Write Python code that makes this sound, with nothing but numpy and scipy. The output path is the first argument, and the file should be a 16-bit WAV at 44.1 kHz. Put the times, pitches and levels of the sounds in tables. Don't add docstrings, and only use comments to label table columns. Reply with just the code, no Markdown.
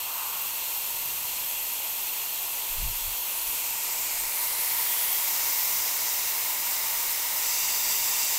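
import sys
import numpy as np
from scipy import signal
from scipy.fft import rfft, irfft, next_fast_len
from scipy.io import wavfile
from scipy.ndimage import map_coordinates

SR = 44100
rng = np.random.default_rng(int(sys.argv[2]) if len(sys.argv) > 2 else 0)


def store_wav(level_fs):
    pcm = np.round(np.clip(np.atleast_2d(level_fs), -1, 1) * 32767)
    wavfile.write(sys.argv[1], SR, pcm.T.astype(np.int16))


N = 369558
TIME = np.arange(N) / SR


def undb(db):
    return 10 ** (np.asarray(db) / 20)


def unit(x):
    return x / np.sqrt(np.mean(x ** 2))


def ramp(at_s, length_s):
    return .5 + .5 * np.sin(np.pi * np.clip((TIME - at_s) / length_s, -.5, .5))


def between(pair, share):
    return pair[0] + (pair[1] - pair[0]) * share


def flutter(rate_hz, depth_db):
    steps = rng.standard_normal(2048)
    return undb(depth_db * np.interp(TIME * rate_hz, np.arange(len(steps)), steps))


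def turbulence(spectrum):
    size = next_fast_len(N, real=True)
    hz, db = np.transpose(spectrum)
    bins = np.maximum(np.fft.rfftfreq(size, 1 / SR), 1)
    gain = undb(np.interp(np.log(bins), np.log(hz), db))
    bass_cut = np.minimum(bins / hz[0], 1) ** 2
    return unit(irfft(rfft(rng.standard_normal(size)) * gain * bass_cut, size)[:N])


def blown(hz, width_hz):
    resonance = np.concatenate(signal.iirpeak(hz, hz / width_hz, fs=SR))
    return signal.sosfilt([resonance, resonance], rng.standard_normal(N))


def resonances(table, rate_hz, flutter_db):
    return unit(sum(undb(db) * flutter(rate_hz, flutter_db) * blown(hz, width)
                    for hz, width, db in table))


def singing(table, flutter_db):
    return sum(undb(db) * flutter(rate_hz=26, depth_db=flutter_db) * unit(blown(hz, width))
               for hz, width, db in table)


# (middle time [s], swell time [s], highest frequency [Hz], level [dB])
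GUSTS = [(1.15, 0.22, 179, -59), (2.814, 0.053, 40, -32.5), (2.852, 0.04, 114, -38),
         (2.99, 0.11, 38, -44.5), (3.08, 0.018, 90, -43.5), (3.46, 0.05, 50, -53), (4.22, 0.072, 35.7, -53)]
def gusts(low_hz=18.6):
    out = np.zeros(N)
    for at_s, swell_s, high_hz, db in GUSTS:
        swell = np.exp(-.5 * np.minimum(((TIME - at_s) / swell_s) ** 2, 100))
        band = signal.butter(3, [low_hz, high_hz], "band", fs=SR, output="sos")
        puff = swell * signal.sosfilt(band, rng.standard_normal(N))
        out += undb(db) * puff * np.sqrt(np.sum(swell ** 2) / np.sum(puff ** 2))
    return out


# (frequency [Hz], relative level [dB])
ROAR = [(16, 5.5), (30, -3.5), (50, -4.5), (75, -9.5), (105, -4), (140, -11.5), (250, -7.5), (380, -4),
        (700, -1.5), (1200, -3), (1800, -7), (4000, -50)]
def table_roar(push_db):
    return undb(-49.5 + 0.48 * push_db) * turbulence(ROAR)


# (pitch [Hz], width [Hz], relative level [dB])
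HOLLOW = [(945.5, 190, 0), (2800, 350, -8)]
def hollow_hum(level_db=(-47.5, -43.5)):
    at_mouth = ramp(at_s=4.4, length_s=1.5)
    return undb(between(level_db, at_mouth)) * resonances(HOLLOW, rate_hz=22, flutter_db=0.8)


def gap_note(crossed, pitch_hz=(2684, 2090), level_db=(-46.5, -45.5), spread_hz=210):
    lowpass = signal.butter(2, spread_hz, fs=SR, output="sos")
    wobble = signal.sosfilt(lowpass, rng.standard_normal((2, N)))
    phase = 2 * np.pi * np.cumsum(between(pitch_hz, crossed)) / SR
    note = unit(wobble[0] * np.cos(phase) + wobble[1] * np.sin(phase))
    return undb(between(level_db, crossed)) * note


# (pitch [Hz], width [Hz], level [dB])
WALL = [(3254, 530, -48.5), (4260, 660, -49), (8080, 950, -45.5), (11110, 600, -47.5), (13180, 340, -41),
        (14330, 350, -49)]
def wall_song(crossed):
    return (1 - crossed) * singing(WALL, flutter_db=1.25)


# (pitch [Hz], width [Hz], level [dB])
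OPEN_END = [(3800, 600, -49.5), (5080, 420, -46.5), (6070, 1400, -43.5), (7220, 450, -44.5),
            (10330, 1000, -47.5), (13400, 410, -47), (14050, 350, -42), (15300, 800, -38.5)]
def open_end_song():
    return ramp(at_s=5.13, length_s=.6) * singing(OPEN_END, flutter_db=1.1)


# (middle time [s], length [s], pitch [Hz], width [Hz], level [dB])
EDGES = [(.24, 0.46, 1020, 480, -42.5), (3.46, 0.51, 10900, 960, -41), (3.95, 0.75, 7260, 1900, -40),
         (4.202, .06, 8350, 320, -40), (4.42, .14, 13400, 450, -36), (4.6, .47, 4170, 570, -46),
         (4.78, 1.0, 10140, 1860, -37.5), (4.95, 0.9, 13290, 600, -35.5), (4.98, .6, 14780, 780, -34.5),
         (5.02, .5, 3310, 500, -43.5), (5.6, .5, 13700, 1300, -32), (5.76, 1, 6030, 2400, -38.5)]
def edge_songs(fade_s=0.34):
    out = np.zeros(N)
    for at_s, length_s, hz, width, db in EDGES:
        inside = (length_s / 2 - np.abs(TIME - at_s)) / min(fade_s, length_s / 2)
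        out += np.clip(.5 + inside, 0, 1) * singing([(hz, width, db)], flutter_db=1.14)
    return out


# (pitch [Hz], width [Hz], relative level [dB])
TUBE = [(2430, 190, -12), (2720.0, 280, -4.1), (3610, 150, -2.5), (4693, 160, 3), (5120, 370, -2.5),
        (5860, 360, 0), (6400, 560, -1.5), (7300, 400, 1.2), (7770, 410.0, 0), (14150, 340.0, -1)]
def rim_ring(at_s=7.42, growth_db_per_s=0.5):
    gain = undb(-32 + growth_db_per_s * (TIME - at_s)) * ramp(at_s, length_s=.16)
    return gain * resonances(TUBE, rate_hz=24, flutter_db=0.5)


# (pitch [Hz], width [Hz], relative level [dB])
NOZZLE = [(12610, 1430, -4.4), (13370, 950, -2.7), (13780, 590, -3.9), (14250, 970, -1.2),
          (15320, 670, -8.8)]
def nozzle_sizzle(push_db):
    return undb(-33.5 + 0.44 * push_db) * resonances(NOZZLE, rate_hz=32, flutter_db=2.0)


# (frequency [Hz], relative level [dB])
JET = [(700.0, -6), (1300.0, -5.5), (1650.0, -8.5), (2100.0, -0.7), (2600.0, -2.5), (3400.0, -3.5),
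       (4500.0, -2), (6200.0, -0.75), (7200.0, 0.2), (8200.0, 1.2), (8900.0, -1.5), (10300.0, -1),
       (11700.0, -1), (15600.0, -4.5)]
def jet_hiss(crossed, delay_ms=(0.304, 0.504), echo_gain=(0.17, .04)):
    hiss = turbulence(JET) * flutter(rate_hz=25, depth_db=0.46)
    delay_s = between(delay_ms, crossed) / 1000
    echo = map_coordinates(hiss, [(TIME - delay_s) * SR], order=3)
    return unit(hiss + between(echo_gain, crossed) * echo)


def workshop_echo(air, level_db=-17, decay_s=0.1):
    t = TIME[:SR // 8]
    tail = rng.standard_normal(len(t)) * undb(-60 * t / decay_s) * (t > .002)
    return air + undb(level_db) * signal.fftconvolve(air, tail / np.linalg.norm(tail))[:N]


# (time [s], jet level [dB])
FLOW = [(0, -37), (.6, -34.5), (3.2, -34.5), (4.3, -31), (5.0, -29.5), (6.3, -30.5), (7.2, -30.5),
        (7.5, -30), (8.38, -29.5)]
def scene():
    flow_db = np.interp(TIME, *np.transpose(FLOW))
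    push_db = flow_db + 32
    crossed = ramp(at_s=4.0, length_s=1.3)
    air = undb(flow_db) * jet_hiss(crossed)
    air += nozzle_sizzle(push_db) + table_roar(push_db)
    air += hollow_hum() + gap_note(crossed)
    air += wall_song(crossed) + open_end_song() + edge_songs()
    air += rim_ring()
    return np.tile(workshop_echo(air) + gusts(), (2, 1))


def record(dry, top_hz=15720):
    return signal.sosfilt(signal.ellip(12, .1, 80, top_hz, fs=SR, output="sos"), dry)


dry = scene()
out = record(dry)
store_wav(out)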